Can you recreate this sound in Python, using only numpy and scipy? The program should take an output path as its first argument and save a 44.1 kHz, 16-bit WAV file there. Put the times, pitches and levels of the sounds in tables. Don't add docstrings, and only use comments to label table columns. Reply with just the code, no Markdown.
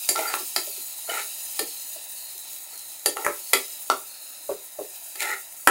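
import sys
import numpy as np
from scipy import signal
from scipy.fft import rfft, irfft, next_fast_len
from scipy.io import wavfile
from scipy.ndimage import map_coordinates

SR = 44100
rng = np.random.default_rng(int(sys.argv[2]) if len(sys.argv) > 2 else 0)


def to_wav(s):
    ch = np.atleast_2d(s).T
    pcm = np.round(np.clip(ch, -1, 1) * 32767)
    wavfile.write(sys.argv[1], SR, pcm.astype(np.int16))


N = 251370


def amp(db):
    return 10 ** (np.asarray(db) / 20)


def unit(x):
    return x / np.sqrt(np.mean(x ** 2) + 1e-20)


def unit_energy(x):
    return x / (np.linalg.norm(x) + 1e-12)


def along(points, hz):
    f, v = np.transpose(points)
    return np.interp(np.log(hz + 1), np.log(f + 1), v)


def wobble(knots_per_s):
    knots = rng.standard_normal(int(N * knots_per_s / SR) + 4)
    return map_coordinates(knots, [np.arange(N) * knots_per_s / SR], order=2)


def coloured(x, points):
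    m = 2 * next_fast_len(len(x) // 2 + 2048)
    gain = amp(along(points, np.fft.rfftfreq(m, 1 / SR)))
    cepstrum = irfft(np.log(gain))
    cepstrum[1:m // 2] *= 2
    cepstrum[m // 2 + 1:] = 0
    response = np.exp(rfft(cepstrum))
    return irfft(rfft(x, m) * response, m)[:len(x)]


def add(track, s, sound):
    part = track[max(round(s * SR), 0):][:len(sound)]
    part += sound[:len(part)]


def crackle(snaps_per_s, spread_db, hiss_db):
    hits = rng.random(N) < snaps_per_s / SR
    sizes = amp(spread_db * np.clip(rng.standard_normal(N), -2, 2))
    snaps = hits * rng.choice([-1, 1], N) * sizes
    return unit(unit(snaps) + amp(hiss_db) * rng.standard_normal(N))


def resonance(hz, width_hz):
    lowpass = signal.butter(2, width_hz / 2, fs=SR, output="sos")
    narrow = signal.sosfilt(lowpass, rng.standard_normal((2, N)))
    phase = 2 * np.pi * np.cumsum(hz) / SR
    return unit(narrow[0] * np.cos(phase) + narrow[1] * np.sin(phase))


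# (time [s], level [dB])
FRYING_STRENGTH = [(0.0, -31), (0.55, -33.5), (0.95, -36), (1.2, -34), (1.65, -33.5), (2.05, -38),
                   (2.95, -39.5), (3.25, -37), (3.62, -36), (4.1, -40), (4.65, -42), (5.28, -38),
                   (5.5, -42)]
# (frequency [Hz], level [dB])
FIZZ_COLOUR = [(2000, -18.5), (5600, -11.5), (6200, -4), (6850, 0.5), (7300, -6), (9600, -0.5),
               (10700, 0.5), (11350, -4), (12400, -2.5), (14000, -5), (15500, 3)]
# (frequency [Hz], level [dB])
BUBBLING_COLOUR = [(500, -26), (1900, -19.5), (2250, -5), (2600, 5.5), (3000, 5.5), (3450, 0), (3900, 14.5),
                   (4300, 0), (4700, 5), (5150, 12.5), (5700, 2), (9000, -7.5)]
# (frequency [Hz], level [dB])
SIMMER_COLOUR = [(25, -14), (100, -8.5), (200, -10.5), (310, 4.5), (450, -2.5), (600, 11.5), (950, 7.5),
                 (1130, -4.5), (1350, 7), (1560, 0.5), (1800, 8.5), (4000, -18)]
CALM_DB = -40
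BUBBLING_DB_PER_DB, SIMMER_DB_PER_DB = 1.16, 0.18


def sizzle(fizz_db=-39, bubbling_db=-48.5, simmer_db=-52.5):
    times, strengths = np.transpose(FRYING_STRENGTH)
    flare_db = np.interp(np.arange(N) / SR, times, strengths) - CALM_DB
    surge_db = 0.5 * wobble(8.5)
    fine = unit(coloured(crackle(2200, spread_db=-3.0, hiss_db=2.5), FIZZ_COLOUR))
    coarse = unit(coloured(crackle(1200, spread_db=0.5, hiss_db=1.0), BUBBLING_COLOUR))
    juice = unit(coloured(crackle(240, spread_db=6.0, hiss_db=9), SIMMER_COLOUR))
    fine_db = flare_db + fizz_db + surge_db + 1.35 * wobble(40)
    coarse_db = BUBBLING_DB_PER_DB * flare_db + bubbling_db + surge_db + 1.76 * wobble(25)
    juice_db = SIMMER_DB_PER_DB * flare_db + simmer_db + 0.48 * wobble(11)
    return fine * amp(fine_db) + coarse * amp(coarse_db) + juice * amp(juice_db)


# (frequency [Hz], 1/e half-width [Hz], lift [dB])
BOWL_RESONANCES = [(2540, 290, 4.5), (4570, 71, 9), (5280, 53, -3.5), (6084, 50, 10.5), (6880, 510, 7),
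                   (7775, 380, 8), (8400, 105, 11), (9070, 420, 9), (9880, 210, 1.5), (10710, 900, 7.5),
                   (12500, 290, 11.5), (13760, 430, 10), (14000, 100, -2), (14580, 200, 15.5),
                   (16130, 470, 9)]


def in_bowl(x, echo=0.27, delay_s=0.000909, sway=0.159):
    m = next_fast_len(N + SR // 4)
    f = np.fft.rfftfreq(m, 1 / SR)
    lift_db = sum(db * np.exp(-((f - hz) / width) ** 2) for hz, width, db in BOWL_RESONANCES)
    lifted = irfft(rfft(x, m) * amp(lift_db), m)[:N]
    lag = delay_s * SR * np.exp(sway * wobble(2.42))
    reflected = map_coordinates(lifted, [np.arange(N) - lag])
    return np.std(x) * unit(lifted + echo * reflected)


# (time [s], relative level [dB])
GAP_OPENINGS = [(0.079, -51), (0.701, -44), (1.05, -45.5), (1.66, -45), (2.15, -44), (2.7, -47),
                (3.4, -48.5), (4.069, -46.5)]
GAP_OPEN_S, GAP_CLOSE_DB_PER_S = 0.01, 15.5
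GAP_START_HZ, GAP_HZ, GAP_SINK_S = 4420, 3914, 0.19


def hollow(hollow_db=-2, drift=0.014):
    t = np.arange(N) / SR
    hz, level = np.full(N, float(GAP_HZ)), np.zeros(N)
    for s, db in GAP_OPENINGS:
        age = np.maximum(t - s, 0)
        sinking_hz = GAP_HZ + (GAP_START_HZ - GAP_HZ) * np.exp(-age / GAP_SINK_S)
        hz = np.where(t >= s, sinking_hz, hz)
        opening = 1 - np.exp(-age / GAP_OPEN_S)
        level = np.maximum(level, amp(db - GAP_CLOSE_DB_PER_S * age) * opening)
    return amp(hollow_db) * level * resonance(hz * (1 + drift * wobble(6.2)), width_hz=370)


# (frequency [Hz], mean level [dB], t60 before extra damping [s])
PAN_MODES = [(270, -6, .2), (394, -2, .2), (583, -2, .16), (745, -8, .11), (830, -6, .12), (1015, -9, .15),
             (1170, -11, .13), (1320, -5, .16), (1720, -6, .2), (1815, 0, .12), (2020, -6, .12),
             (2180, -6, .1), (2400, -8, .1), (2560, -7, .1), (2800, -9, .1), (3100, -9, .14),
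             (3250, -8, .14), (3850, -7, .14), (4170, -8, .14), (4685, 0, .17), (6200, -9, .1),
             (7070, -2, .12), (7600, -8, .15), (8770, -12, .12), (9595, -3, .14), (9860, -4, .24),
             (10050, -3, .16), (12900, -11, .15)]


def pan_ring(scatter_db, damping):
    t = np.arange(SR // 3) / SR
    hz, db, t60 = np.transpose(PAN_MODES)[:, :, None]
    level_db = db + scatter_db * rng.standard_normal(hz.shape) - 60 * damping * t / t60
    tones = np.sin(2 * np.pi * (hz * t + rng.random(hz.shape)))
    return unit_energy(np.sum(amp(level_db) * tones, axis=0))


# (time [s], strength [dB], brightness [dB], clank over strength [dB], clank upper limit [Hz])
CONTACT_EVENTS = [(0.0894, -20.5, 15.5, -1, 9500), (0.159, -30.5, -5, 1, 5000),
                  (0.3392, -27.5, -10.5, 2, 3140), (0.562, -23, 5.5, 5, 8040), (1.094, -39.5, 14, 7, 4500),
                  (1.179, -37.5, 2, 2, 3800), (1.592, -24, 9, -0.5, 9000), (3.0593, -18.5, 9.5, -1.5, 9200),
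                  (3.169, -30, -6, -3.5, 3040), (3.247, -28.5, 4, 2.5, 1750), (3.2645, -22, -10.5, 2, 1470),
                  (3.533, -14.5, 6, 1.5, 4500), (3.9, -18.5, -13.5, -4, 5360), (5.155, -40, 10, 1, 6000),
                  (5.22, -32.5, 6.5, 4.5, 3970), (5.277, -44, -2, 6, 2400), (5.673, -10.5, -5, 0.5, 2130)]
# (frequency [Hz], level [dB])
KNOCK_COLOUR = [(40, -45), (130, -22), (205, -38), (260, -5), (400, -0.5), (600, 4), (800, 6.5), (1050, 2),
                (1380, 8), (1580, -15), (2500, -50), (8000, -67)]
# (frequency [Hz], level [dB])
CLANK_COLOUR = [(300, -30), (1200, -28), (1580, -9), (1780, 1.5), (2250, 1.5), (2800, 0), (4800, 5.5),
                (5600, 3.5), (12000, -54.5)]
# (frequency [Hz], level [dB])
TICK_COLOUR = [(800, -97), (4000, -20), (6000, 1.5), (7200, 4), (10000, 5.5), (11500, 0), (13000, 8.5),
               (16000, -18.5)]
BASE_HZ, BASE_OCT, BASE_DB_PER_DB = 1210, 0.31, 0.87
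RING_DB, RING_DB_PER_DB = -3, 0.3
CRACK_T60_S, CRACK_OCT_PER_DB = 0.015, 0.1131


def contacts(knock_db=23, clank_db=24, tick_db=23, rise_s=0.00044, grit_db=-9):
    out, t = np.zeros(N), np.arange(SR // 3) / SR
    push = signal.unit_impulse(len(t))
    for s, strength, bright, clank, reach_hz in CONTACT_EVENTS:
        ring_db = RING_DB + RING_DB_PER_DB * bright
        crack_t60 = CRACK_T60_S * 2 ** (CRACK_OCT_PER_DB * bright)
        envelope = amp(-60 * t / crack_t60) * (1 - np.exp(-t / rise_s))
        crack = unit_energy(rng.standard_normal(len(t)) * envelope)
        ring = pan_ring(scatter_db=2.5, damping=2.5)
        cushioned = [(hz, db - 10 * np.log10(1 + (hz / reach_hz) ** 12)) for hz, db in CLANK_COLOUR]
        base = [(hz, db - BASE_DB_PER_DB * bright * np.exp(-(np.log2(hz / BASE_HZ) / BASE_OCT) ** 2))
                for hz, db in KNOCK_COLOUR]
        layers = ((push + amp(grit_db) * crack, base, knock_db - bright / 2),
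                  (crack, cushioned, clank + clank_db),
                  (crack, TICK_COLOUR, tick_db + bright / 2))
        for strike, colour, db in layers:
            direct = unit_energy(coloured(strike, colour))
            ringing = unit_energy(coloured(ring, colour))
            add(out, s, amp(strength + db) * unit_energy(direct + amp(ring_db) * ringing))
    return out


# (frequency [Hz], t60 [s])
KITCHEN_DECAY = [(200, 0.26), (1500, 0.22), (5000, 0.23), (14000, 0.18)]


def kitchen(x, build_up_s=0.006):
    out, block = np.zeros(N), SR // 2
    for start in range(0, N, block):
        hz, t, z = signal.stft(rng.standard_normal(block), SR, nperseg=256)
        decay = amp(-60 * t / along(KITCHEN_DECAY, hz)[:, None])
        tail = signal.istft(z * decay, SR, nperseg=256)[1]
        tail *= 1 - np.exp(-(np.arange(len(tail)) / SR / build_up_s) ** 2)
        add(out, start / SR, signal.fftconvolve(x[start:start + block], unit_energy(tail)))
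    return out


# (time
# [s], tone peak [dB], pitch [Hz])
ROCK_EVENTS = [(0.186, -26.5, 652), (0.402, -39, 374), (0.672, -37.5, 586), (0.777, -44, 386),
               (1.088, -28, 666), (1.605, -29.5, 437), (1.957, -42.5, 645), (2.353, -54, 397),
               (3.066, -29.5, 430), (3.276, -25, 570), (4.491, -20.5, 582), (4.7873, -23.5, 590)]
# (frequency [Hz], level [dB])
THUD_COLOUR = [(60, -43), (195, -47), (260, -5.5), (380, 8), (600, 4), (800, -4.5), (1350, -12.5),
               (1600, -38), (8000, -66)]
THUD_S = 0.0149
FALL_S, FALL_PITCH_RATIO, FALL_DB_PER_DB, FALL_DB = 0.021, 0.705, 1.354, 2
SETTLE_S, SETTLE_HZ, SETTLE_DB = 0.018, 385, -10.5


def rocking(rattle_db=-9):
    out, t = np.zeros(N), np.arange(int(THUD_S * SR)) / SR
    swell = np.sqrt(np.abs(np.sin(np.pi * t / THUD_S)))
    falls = [(s + FALL_S, FALL_DB_PER_DB * db + FALL_DB, FALL_PITCH_RATIO * hz)
             for s, db, hz in ROCK_EVENTS]
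    settles = [(s + SETTLE_S, strength + SETTLE_DB, SETTLE_HZ)
               for s, strength, *_ in CONTACT_EVENTS]
    for s, db, hz in list(ROCK_EVENTS) + falls + settles:
        add(out, s, amp(db) * swell * np.sin(2 * np.pi * hz * t))
        burst = np.pad(swell * rng.standard_normal(len(t)), (0, SR // 20))
        rattle = unit_energy(coloured(burst, THUD_COLOUR))
        add(out, s, amp(db + rattle_db) * np.linalg.norm(swell) * rattle)
    return out


# (time [s], peak [dB], pitch [Hz], length [s])
SQUEAL_EVENTS = [(0.154, -24, 1350, 0.018), (0.269, -29.5, 4724, 0.028), (1.095, -25, 2974, 0.011),
                 (5.22, -26.5, 6990, 0.0069)]


def squeals(jitter=0.004):
    out, unsteady = np.zeros(N), 1 + jitter * wobble(300)
    for s, db, hz, length in SQUEAL_EVENTS:
        u = np.linspace(0, 1, int(length * SR))
        phase = 2 * np.pi * hz * np.cumsum(unsteady[int(s * SR):][:len(u)]) / SR
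        add(out, s, amp(db) * np.sin(np.pi * u) * np.sin(phase))
    return out


# (time [s], length at full contact [s], drag through food [dB], bare edge [dB], chatter [dB])
STROKE_EVENTS = [(0.163, 0.15, -34, -34.5, -43), (1.092, 0.1, -37, -33, -41.5),
                 (2.733, 0.018, -54.5, -55, -64), (3.173, 0.08, -34, -46, -52),
                 (5.197, 0.013, -54, -27.5, -45), (5.223, 0.11, -37.5, -34.5, -31.5)]
# (frequency [Hz], level [dB])
DRAG_COLOUR = [(60, -42), (210, -42.5), (300, -11), (400, 4), (490, 0.5), (600, -2), (740, 5), (880, 9),
               (1100, -14.5), (1580, -26), (2500, -46), (8000, -75)]
# (frequency [Hz], level [dB])
RASP_COLOUR = [(500, -58), (1600, -28), (2250, 3), (2500, -2), (2900, -3), (3250, -11), (3900, -3.5),
               (4300, -3.5), (4800, -20), (5200, -7), (5900, -13), (6900, -3.5), (16000, -13)]
ATTACK_S, RELEASE_S = 0.017, 0.033
GROAN_LEAD_DB = 4
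DRAG_SWEEP_DB, GROAN_SWEEP_DB, CHATTER_SWEEP_DB, RASP_SWEEP_DB = -3.5, 6.5, 9, 2.5


def scrapes(drag_db=-2, groan_db=-3, groan_hz=1370, chatter_db=-2, chatter_hz=1900, rasp_db=-2, ring_db=-9):
    out, t = np.zeros(N), np.arange(N) / SR
    slips = crackle(500, spread_db=8, hiss_db=-2.0) * amp(2.64 * wobble(90))
    ringing = signal.fftconvolve(slips, pan_ring(scatter_db=6.0, damping=1.1))[:N]
    body = unit(slips + amp(ring_db) * ringing)
    dragging, rasping = unit(coloured(body, DRAG_COLOUR)), unit(coloured(body, RASP_COLOUR))
    groaning = resonance(np.full(N, groan_hz), width_hz=115)
    chattering = resonance(chatter_hz * (1 + 0.034 * wobble(25)), width_hz=180)
    for s, length, drag, bare, chatter in STROKE_EVENTS:
        fade = np.minimum((t - s) / ATTACK_S, (s + length - t) / RELEASE_S)
        touching = np.clip(1 + fade, 0, 1)
        way = np.clip((t - s) / length, 0, 1) - 0.5
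        groan = min(drag + GROAN_LEAD_DB, bare)
        pan = amp(drag + drag_db + DRAG_SWEEP_DB * way) * dragging
        pan += amp(groan + groan_db + GROAN_SWEEP_DB * way) * groaning
        edge = amp(chatter + chatter_db + CHATTER_SWEEP_DB * way) * chattering
        edge += amp(bare + rasp_db + RASP_SWEEP_DB * way) * rasping
        out += touching * (pan + edge)
    return out


# (time [s], level [dB], t60 [s])
SPIT_EVENTS = [(2.379, -33.5, 0.018), (2.777, -34.5, 0.012), (2.792, -36.5, 0.029), (2.996, -37, .005)]


def spits():
    out, t = np.zeros(N), np.arange(SR // 20) / SR
    for s, db, t60 in SPIT_EVENTS:
        pop = coloured(rng.standard_normal(len(t)) * amp(-60 * t / t60), TICK_COLOUR)
        add(out, s, amp(db) * pop / np.std(pop[:SR // 500]))
    return out


def scene(room_db=-4, thud_room_db=-7):
    frying = in_bowl(sizzle()) + hollow()
    spoon = contacts() + squeals() + scrapes() + spits()
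    thuds = rocking()
    room = kitchen(amp(room_db) * spoon + amp(thud_room_db) * thuds)
    mono = frying + spoon + thuds + room
    return np.array([mono, mono])


TOP_HZ = 15780


def record(dry):
    limited = dry / (1 + np.abs(dry) ** 6) ** (1 / 6)
    m = next_fast_len(N + SR // 2)
    passed = np.fft.rfftfreq(m, 1 / SR) < TOP_HZ
    return irfft(rfft(limited, m) * passed, m)[:, :N]


dry = scene()
out = record(dry)
to_wav(out)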